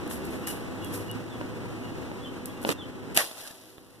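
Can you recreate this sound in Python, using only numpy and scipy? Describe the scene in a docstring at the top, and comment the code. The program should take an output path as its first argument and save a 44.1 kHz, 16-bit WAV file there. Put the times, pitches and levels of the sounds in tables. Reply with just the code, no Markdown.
"""Far traffic, light wind and a small bird over a lawn: filtered noise, a far engine note and gliding sines.
Close by, the film of a water-filled plastic bag rustles and ticks as showers of clicks and short noise bursts,
and a few drops tap on leaves; the bag knocks as decaying modes, then slips out of the fingers with a thump, a
slide and snaps. Half a second later it bursts on the ground: a noise crack, a gush of clicks and ringing
bubbles, then drops pattering on leaves. The recorder's gain control ducks after both blows."""
import sys
import numpy as np
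from scipy import signal
from scipy.fft import rfft, irfft
from scipy.io import wavfile
from scipy.ndimage import uniform_filter1d, minimum_filter1d

SR = 44100
rng = np.random.default_rng(int(sys.argv[2]) if len(sys.argv) > 2 else 0)


def log_audio(samples):
    """Write samples as a 16-bit WAV file to the path given in sys.argv[1]."""
    # one column per channel
    frames = np.atleast_2d(samples).T
    # limit to full scale, then quantise
    limited = np.clip(frames, -1, 1)
    pcm = np.round(limited * 32767).astype(np.int16)
    wavfile.write(sys.argv[1], SR, pcm)


N = 176400
T = np.arange(N) / SR  # s
HZ = np.maximum(np.arange(N // 2 + 1) * SR / N, 1)
CREASES_PER_S = 8300


def from_db(db):
    """Decibels to gain."""
    return 10 ** (np.asarray(db) / 20)


def rms_one(x):
    """Scale to unit power."""
    return x / np.sqrt(np.mean(x ** 2) + 1e-20)


def in_time(rows):
    """Each column of a curve, interpolated at every sample."""
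    s, *columns = np.transpose(rows)
    return [np.interp(T, s, column) for column in columns]


def over_hz(points):
    """A spectrum table, interpolated over log frequency."""
    hz, value = np.transpose(points)
    return np.interp(np.log(HZ), np.log(hz), value)


def drift(rate_hz):
    """Random wander, low-passed around rate_hz, rms 1."""
    spectrum = rfft(rng.standard_normal(N))
    return rms_one(irfft(spectrum / (1 + (HZ / rate_hz) ** 2), N))


def colour(pair, spectrum):
    """Shape two unrelated excitations and mix them to the left-right likeness of a widened stereo image; rms 1."""
    # left-right likeness, clipped inside -1 to 1: f/Hz, likeness
    likeness = [(25, -1.22), (60, -0.81), (150, 0.095), (350, 0.39), (700, 0.44), (1150, 0.85), (2300, 1),
                (4500, 0.89), (7000, 0.27), (14000, 0.23)]
    # microphone response: f/Hz, gain/dB
    microphone = [(1900, 0), (2250, 2), (2500, 1), (2740, 2.5), (3100, -0.5), (3500, -1), (3850, 0),
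                  (4400, 1), (5200, 0.5)]
    crest_hz, swing_period_hz = 1148, 2248
    # above the crest the likeness swings in sign, giving a wide, hollow stereo image
    swing = np.cos(2 * np.pi * np.maximum(HZ - crest_hz, 0) / swing_period_hz)
    alike = np.clip(over_hz(likeness), -.99, .99) * swing
    mid, side = rfft(pair) * from_db(over_hz(spectrum) + over_hz(microphone))
    mid = irfft(mid * np.sqrt(1 + alike), N)
    side = irfft(side * np.sqrt(1 - alike), N)
    return rms_one(np.array([mid + side, mid - side]))


def noise(spectrum):
    """Smooth stereo noise, rms 1."""
    return colour(rng.standard_normal((2, N)), spectrum)


def clicks(per_s, spread_db):
    """Randomly timed clicks; an exponential draw, capped, sets each gain in dB."""
    gain_db = spread_db * np.minimum(rng.exponential(1, N), np.pi)
    return (rng.random(N) < per_s / SR) * from_db(gain_db)


def crackle(spectrum, per_s, spread_db):
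    """A dense stereo shower of tiny snaps, rms 1."""
    return colour(clicks(per_s, spread_db) * rng.standard_normal((2, N)), spectrum)


def envelope(start_s, attack_s, t60_s, hold_s=0):
    """Straight rise, hold, exponential fall."""
    falling_s = np.maximum(T - start_s - attack_s - hold_s, 0)
    return np.clip((T - start_s) / attack_s, 0, 1) * np.exp(-np.log(1000) * falling_s / t60_s)


def sine(hz):
    """A tone of rms 1 following a pitch curve."""
    return np.sqrt(2) * np.sin(2 * np.pi * np.cumsum(hz) / SR)


def wall(x):
    """A nearby house wall returns one short echo."""
    echo_lag_s, echo_db = .0061, -17.5
    echo = np.array([np.interp(T - echo_lag_s, T, side) for side in x])
    return x + from_db(echo_db) * echo


def landing():
    """The bag brushes through leaves, cracks on the soil and throws out its water in surges and spray."""
    # leaf and crack spectrum: f/Hz, density/dB
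    crack_spectrum = [(100, -16), (400, 2.5), (1200, -2), (2800, 2), (4500, -5.5), (7800, -4), (9700, 0.5),
                      (12000, 2), (14500, -11)]
    # surges of water out of the bag: t/s, level/dB, t60/s
    surges = [(3.174, -11, 0.2), (3.186, -11.5, 0.056), (3.2, -9, 0.044), (3.211, -18, 0.036)]
    # gush and spray spectra: f/Hz, density/dB
    gush_spectrum = [(80, -31), (300, -17), (800, -12), (1300, -5), (1800, 7), (2750, -3), (3400, -9),
                     (4500, -7), (7500, -12), (11000, -3), (14500, -21)]
    spray_spectrum = [(150, -21), (700, 6.5), (1800, -13), (3300, 3.5), (5000, -1), (7500, -5),
                      (11000, 1.5), (14500, -12)]
    brush_s, leaf_hit_s, landing_s = 3.146, 3.163, 3.1735
    brush_db, leaf_hit_db, crack_db, thud_db, spray_db = -32.5, -22, -5.5, -32, -11.5
    thud_hz, bubble_db = 215, -4  # bubbles relative to the gush crackle

    leaves = from_db(brush_db) * envelope(brush_s, 0.0038, .03, hold_s=landing_s - brush_s)
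    leaves = leaves + from_db(leaf_hit_db) * envelope(leaf_hit_s, 0.0019, 0.051)
    crack = from_db(crack_db) * envelope(landing_s, 0.0011, 0.007, hold_s=0.001)
    thud = from_db(thud_db) * envelope(landing_s, .003, 0.042)
    thud = thud * np.sin(2 * np.pi * thud_hz * (T - landing_s))
    gush = sum(from_db(db) * envelope(s, 0.0036, t60_s) for s, db, t60_s in surges)
    water = crackle(gush_spectrum, per_s=2800, spread_db=1.0) + from_db(bubble_db) * bubbles()
    spray = from_db(spray_db) * envelope(landing_s, 0.008, 0.37)
    spray = spray * wall(crackle(spray_spectrum, per_s=4000, spread_db=1.5))
    return (leaves + crack) * noise(crack_spectrum) + thud + gush * water + spray


def bubbles():
    """Small air pockets, struck by random clicks, ring as decaying two-pole resonators; rms 1."""
    low_hz, high_hz, pitches = 611, 1960, 20
    bubbles_per_s, cycles_to_t60 = 900, 31
    out = 0
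    for hz in np.geomspace(low_hz, high_hz, pitches):
        radius = np.exp(-np.log(1000) * hz / (cycles_to_t60 * SR))
        angle = 2 * np.pi * hz / SR
        born = clicks(bubbles_per_s / pitches, spread_db=-0.5) * rng.choice([-1, 1], N)
        poles = [1, -2 * radius * np.cos(angle), radius * radius]
        out = out + signal.lfilter([0, np.sin(angle)], poles, born + 1e-18)
    return rms_one(out)


def crinkles():
    """The emptying bag folds up in short bursts of creases."""
    # folds: t/s, level/dB, t60/s
    fold_rows = [(3.166, -21, 0.014), (3.203, -13, .015), (3.379, -24, .05), (3.411, -26, 0.043),
                 (3.432, -36, .02), (3.473, -20.5, 0.047), (3.509, -24, .02), (3.612, -36, .04)]
    # fold spectrum: f/Hz, density/dB
    fold_spectrum = [(800, -11), (1700, -4), (3500, 2), (7500, -1), (10000, 3), (14500, -13)]
    folds = sum(from_db(db) * envelope(s, 0.0016, t60_s) for s, db, t60_s in fold_rows)
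    return folds * crackle(fold_spectrum, per_s=4400, spread_db=1.0)


def plinks():
    """Big drops fall into the puddle and trap bubbles that ring briefly and rise in pitch."""
    # drops: t/s, f/Hz, level/dB
    big_drops = [(3.368, 1050, -37), (3.428, 1690, -35), (3.451, 1610, -31), (3.504, 1730, -34)]
    t60_s, rise_hz_per_s = .06, 2500
    out = 0
    for s, hz, db in big_drops:
        pitch_hz = hz + rise_hz_per_s * np.clip(T - s, 0, t60_s)
        out = out + from_db(db) * envelope(s, .001, t60_s) * sine(pitch_hz)
    return out


def patter():
    """Thrown drops rain back on the leaves and trickle away: clicks, noise and bubbles under one level curve."""
    # common level: t/s, level/dB
    patter_level = [(3.22, -17), (3.29, -26.5), (3.35, -30), (3.39, -25.5), (3.48, -27.5), (3.55, -35),
                    (3.68, -38), (3.8, -44.5), (4, -47)]
    # drop spectrum: f/Hz, density/dB
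    drop_spectrum = [(150, -13), (500, 6), (1000, -1.5), (1700, -5), (3300, 0), (5000, -3), (8000, -7),
                     (11000, -0.5), (14500, -11)]
    start_s, drops_per_s = 3.1735, 2500
    level_db, = in_time(patter_level)
    drops = crackle(drop_spectrum, drops_per_s, spread_db=1.5) * from_db(-4 + 1.5 * drift(60))
    runoff = noise(drop_spectrum) * from_db(-3.5) + bubbles() * from_db(-9.5)
    return (T > start_s) * from_db(level_db) * wall(drops + runoff)


def letting_go():
    """The bag knocks and wobbles while its rim slides out of the fingers, catching and snapping free."""
    # hanging water wobbles: t/s, level/dB, t60/s
    wobble_rows = [(2.653, -30, .08), (2.6645, -29.5, 0.16), (2.6908, -18.5, 0.099)]
    # rim catches and snaps free: t/s, level/dB, t60/s
    snap_rows = [(2.6901, -20.5, 0.02), (2.7024, -24, 0.016), (2.713, -27, 0.022), (2.7243, -30.5, 0.01)]
    # wobble, slip and snap spectra: f/Hz, density/dB
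    wobble_spectrum = [(50, -41), (100, -16), (160, -4), (280, 2), (550, -11), (1200, -17), (4000, -37)]
    slip_spectrum = [(150, 4), (400, 7.5), (1500, -1), (3000, -1), (5500, -5.5), (11000, -5), (14500, -13)]
    snap_spectrum = [(300, -10), (1500, 2.5), (3200, 5), (5500, -6.5), (11000, -7), (14500, -17)]
    slip_s, slip_end_s, slip_db, slip_t60_s = 2.645, 2.724, -29.5, 0.064

    wobbles = sum(from_db(db) * envelope(s, 0.0017, t60_s) for s, db, t60_s in wobble_rows)
    slip = from_db(slip_db) * envelope(slip_s, slip_end_s - slip_s, slip_t60_s)
    snaps = sum(from_db(db) * envelope(s, 0.00062, t60_s, hold_s=0.00059) for s, db, t60_s in snap_rows)
    slide = slip * crackle(slip_spectrum, CREASES_PER_S, spread_db=3.5)
    return knocks() + wobbles * noise(wobble_spectrum) + slide + snaps * noise(snap_spectrum)


def knocks():
    """Each jerk or settling sets the bag's modes ringing briefly; the left side comes a little later."""
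    # knocks: t/s, level/dB, brightness/(dB/decade)
    knock_rows = [(1.4122, -23.5, -9.5), (2.116, -25.5, -15), (2.6495, -17.5, 0), (2.69, -13.5, -6),
                  (2.7174, -23, -3)]
    # modes: f/Hz, level/dB, t60/s; gain and pitch scatter per knock
    modes = [(341, -8, 0.028), (565, -3, 0.015), (893, -1, 0.013), (1480, -1, .007), (2960, -4, 0.0094),
             (3530, -6, .007), (4000, -10.5, 0.0055)]
    pivot_hz, left_lag_s = 594, .00027
    out = 0
    for s, db, tilt_db in knock_rows:
        for hz, mode_db, t60_s in modes:
            tilted_db = db + mode_db + tilt_db * np.log10(hz / pivot_hz)
            gain = from_db(tilted_db + rng.standard_normal())
            ring = np.sin(2 * np.pi * hz * rng.normal(1, 0.037) * (T - s))
            out = out + gain * envelope(s, 0.00027, t60_s) * ring
    return np.array([np.interp(T - left_lag_s, T, out), out])


def handling():
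    """The film crumples in showers of tiny creases; single creases snap, and a few drops tap on the leaves."""
    # crumpling: t/s, level/dB, attack/s, t60/s
    rustle_rows = [(0.092, -36.5, 0.022, 0.29), (.24, -47, 0.01, 0.24), (.3, -51, 0.011, 1),
                   (0.467, -30.5, 0.0061, 0.28), (.81, -51, 0.044, 1), (0.919, -36.5, 0.028, 0.24),
                   (2.458, -47.5, 0.0069, 0.3), (2.615, -44, 0.016, 0.18)]
    # single creases: t/s, level/dB
    tick_rows = [(.0765, -38), (0.2522, -40.5), (0.846, -32), (1.113, -30.5), (2.4568, -25.5),
                 (2.616, -38.5), (2.629, -39), (3.1458, -29)]
    # taps: t/s, level/dB
    tap_rows = [(0.111, -26.5), (.474, -37.5), (3.313, -16), (3.507, -21.5), (3.781, -24)]
    # film, tick and tap spectra: f/Hz, density/dB
    film_spectrum = [(300, -8), (1500, 2.5), (3000, -4.5), (5000, -5), (7500, -3), (11500, 4.5),
                     (14500, -7.5)]
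    tick_spectrum = [(1000, -31), (3500, -4), (6500, -6.5), (9000, 5.5), (12300, 4), (14500, 1)]
    tap_spectrum = [(400, 8), (1600, -3), (2400, -9), (3700, 2.5), (4800, -33), (14000, -18)]
    tick_t60_s, tap_t60_s = 0.014, 0.01

    rustle = sum(from_db(db) * envelope(s, attack_s, t60_s) for s, db, attack_s, t60_s in rustle_rows)
    ticks = sum(from_db(db) * envelope(s, 0.00039, tick_t60_s) for s, db in tick_rows)
    taps = sum(from_db(db) * envelope(s, 0.0008, tap_t60_s) for s, db in tap_rows)
    creases = crackle(film_spectrum, CREASES_PER_S, spread_db=-0.5) * from_db(0.89 * drift(130))
    film = taps * noise(tap_spectrum) + rustle * creases + ticks * noise(tick_spectrum)
    return film * from_db(0.21 * np.array([[1], [-1]]))  # slightly louder on the left


def bird():
    """Short, fluttering whistles, gliding or arched in pitch, blurred by trees and houses."""
    # notes: t/s, length/s, start f/Hz, end f/Hz, arch f/Hz, level/dB before flutter and echo
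    chirps = [(.435, 0.098, 2720, 2780, 177, -46.5), (.79, 0.12, 3330, 3330, 0, -55),
              (0.808, 0.061, 2980, 2700, 5, -51.5), (1.068, 0.08, 2680, 2750, 222, -48),
              (1.291, 0.073, 3680, 3250, 4, -52.5), (1.807, .1, 2900, 2850, 0, -56.5),
              (2.203, 0.076, 3350, 3350, 96, -52), (2.246, 0.042, 3150, 3060, 7, -47),
              (2.469, 0.059, 3250, 3450, 1, -58.5), (2.54, 0.11, 2800, 2780, 0, -63),
              (2.716, 0.056, 2750, 2740, 0, -53), (2.771, 0.0755, 3650, 3256, -1, -45),
              (2.804, .045, 3310, 2950, 0, -44.5)]
    warble_depth, flutter_db, scatter_t60_s = 0.0102, 3.5, 0.43
    direct_db, echo_db = 0, -6
    song, warble = 0, 1 + warble_depth * drift(94)
    for s, length_s, start_hz, end_hz, arch_hz, db in chirps:
        along = np.clip((T - s) / length_s, 0, 1)
        swell = np.sin(np.pi * along)
        pitch_hz = start_hz + (end_hz - start_hz) * along + arch_hz * swell
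        song = song + from_db(db) * swell * sine(pitch_hz * warble)
    song = song * from_db(flutter_db * drift(64))
    scatter = rng.standard_normal((2, N)) * envelope(0, 0.0064, scatter_t60_s)
    scatter = scatter / np.sqrt(np.sum(scatter ** 2, axis=1, keepdims=True))
    echo = signal.fftconvolve(song[None], scatter, axes=1)[:, :N]
    return from_db(direct_db) * song + from_db(echo_db) * echo


def background():
    """Far traffic, wind and leaf hiss as noise, with a rising engine note and a wavering drone as sines."""
    # traffic, wind and leaf hiss: f/Hz, density/dB
    outdoor_spectrum = [(25, -3.5), (60, -1.5), (105, -2.5), (150, -4), (260, 2.5), (600, -9),
                        (1000, -11.5), (2000, -18), (3200, -22.5), (5000, -30), (11000, -35), (14500, -40)]
    # its level before wander and echo: t/s, level/dB
    outdoor_level = [(0, -35.5), (1.15, -36), (1.3, -38), (1.9, -37.5), (2.55, -39), (2.85, -37.5),
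                     (3.1, -37.5), (3.5, -42), (4, -42)]
    # far engine, mean course: t/s, f/Hz, level/dB
    engine_course = [(0, 70, -52), (.55, 86, -56.5), (.95, 104, -44.5), (1.2, 110, -47.5), (1.5, 112, -50),
                     (2.3, 103, -53), (4, 112, -57.5)]
    # drone, mean values: f/Hz, level/dB
    drone_tones = [(258, -50.5), (319, -56), (385, -52), (490, -54)]
    drone_waver = 0.01637  # rms, relative to pitch

    level_db, = in_time(outdoor_level)
    engine_hz, engine_db = in_time(engine_course)
    hum = from_db(engine_db + 2.4 * drift(4.4)) * sine(engine_hz * (1 + 0.021 * drift(10.0)))
    for hz, db in drone_tones:
        tone = sine(hz * (1 + drone_waver * drift(8.33)))
        hum = hum + from_db(db + 2.87 * drift(6.9)) * tone
    return from_db(level_db + 0.93 * drift(24)) * wall(noise(outdoor_spectrum)) + hum


def wind():
    """Light puffs of wind on the microphones, low noise that dies down before the landing."""
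    # wind spectrum: f/Hz, density/dB
    wind_spectrum = [(25, -8), (60, -3), (120, -11), (400, -45), (2000, -80)]
    mean_db, gust_db, end_s, fade_s = -56, 5, 2.7, .5
    fade = np.clip((end_s - T) / fade_s, 0, 1)
    return from_db(mean_db + gust_db * drift(9)) * fade * noise(wind_spectrum)


def scene():
    """Everything on the lawn."""
    low_cut_hz = 176  # keeps the blows free of rumble
    low_cut = signal.butter(2, low_cut_hz, "high", fs=SR, output="sos")
    blows = signal.sosfilt(low_cut, letting_go() + landing())
    bag = blows + crinkles() + plinks() + patter() + handling()
    return bag + bird() + background() + wind()


def record(dry):
    """Gain control ducks quickly, holds and creeps back; peaks are rounded and the top is cut."""
    threshold_db, attack_s, hold_s, release_db_per_s = -23, 0.0022, 0.23, 8.5
    window, hold = int(.01 * SR), int(hold_s * SR)
    cutoff_hz = 14400
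    # the filter origins make both windows look back only
    power = uniform_filter1d(np.mean(dry ** 2, axis=0), window, origin=(window - 1) // 2)
    over_db = np.maximum(10 * np.log10(np.maximum(power, 1e-12)) - threshold_db, 0)
    held_db = -minimum_filter1d(-over_db, hold, origin=(hold - 1) // 2)
    release_db = release_db_per_s * T
    duck_db = np.maximum.accumulate(held_db + release_db) - release_db
    r = np.exp(-1 / (attack_s * SR))
    smooth_duck_db = signal.lfilter([1 - r], [1, -r], duck_db)
    rounded = np.tanh(dry * from_db(-smooth_duck_db))
    top_cut = signal.ellip(10, .2, 80, cutoff_hz, fs=SR, output="sos")
    return signal.sosfilt(top_cut, rounded)


dry = scene()
out = record(dry)
log_audio(out)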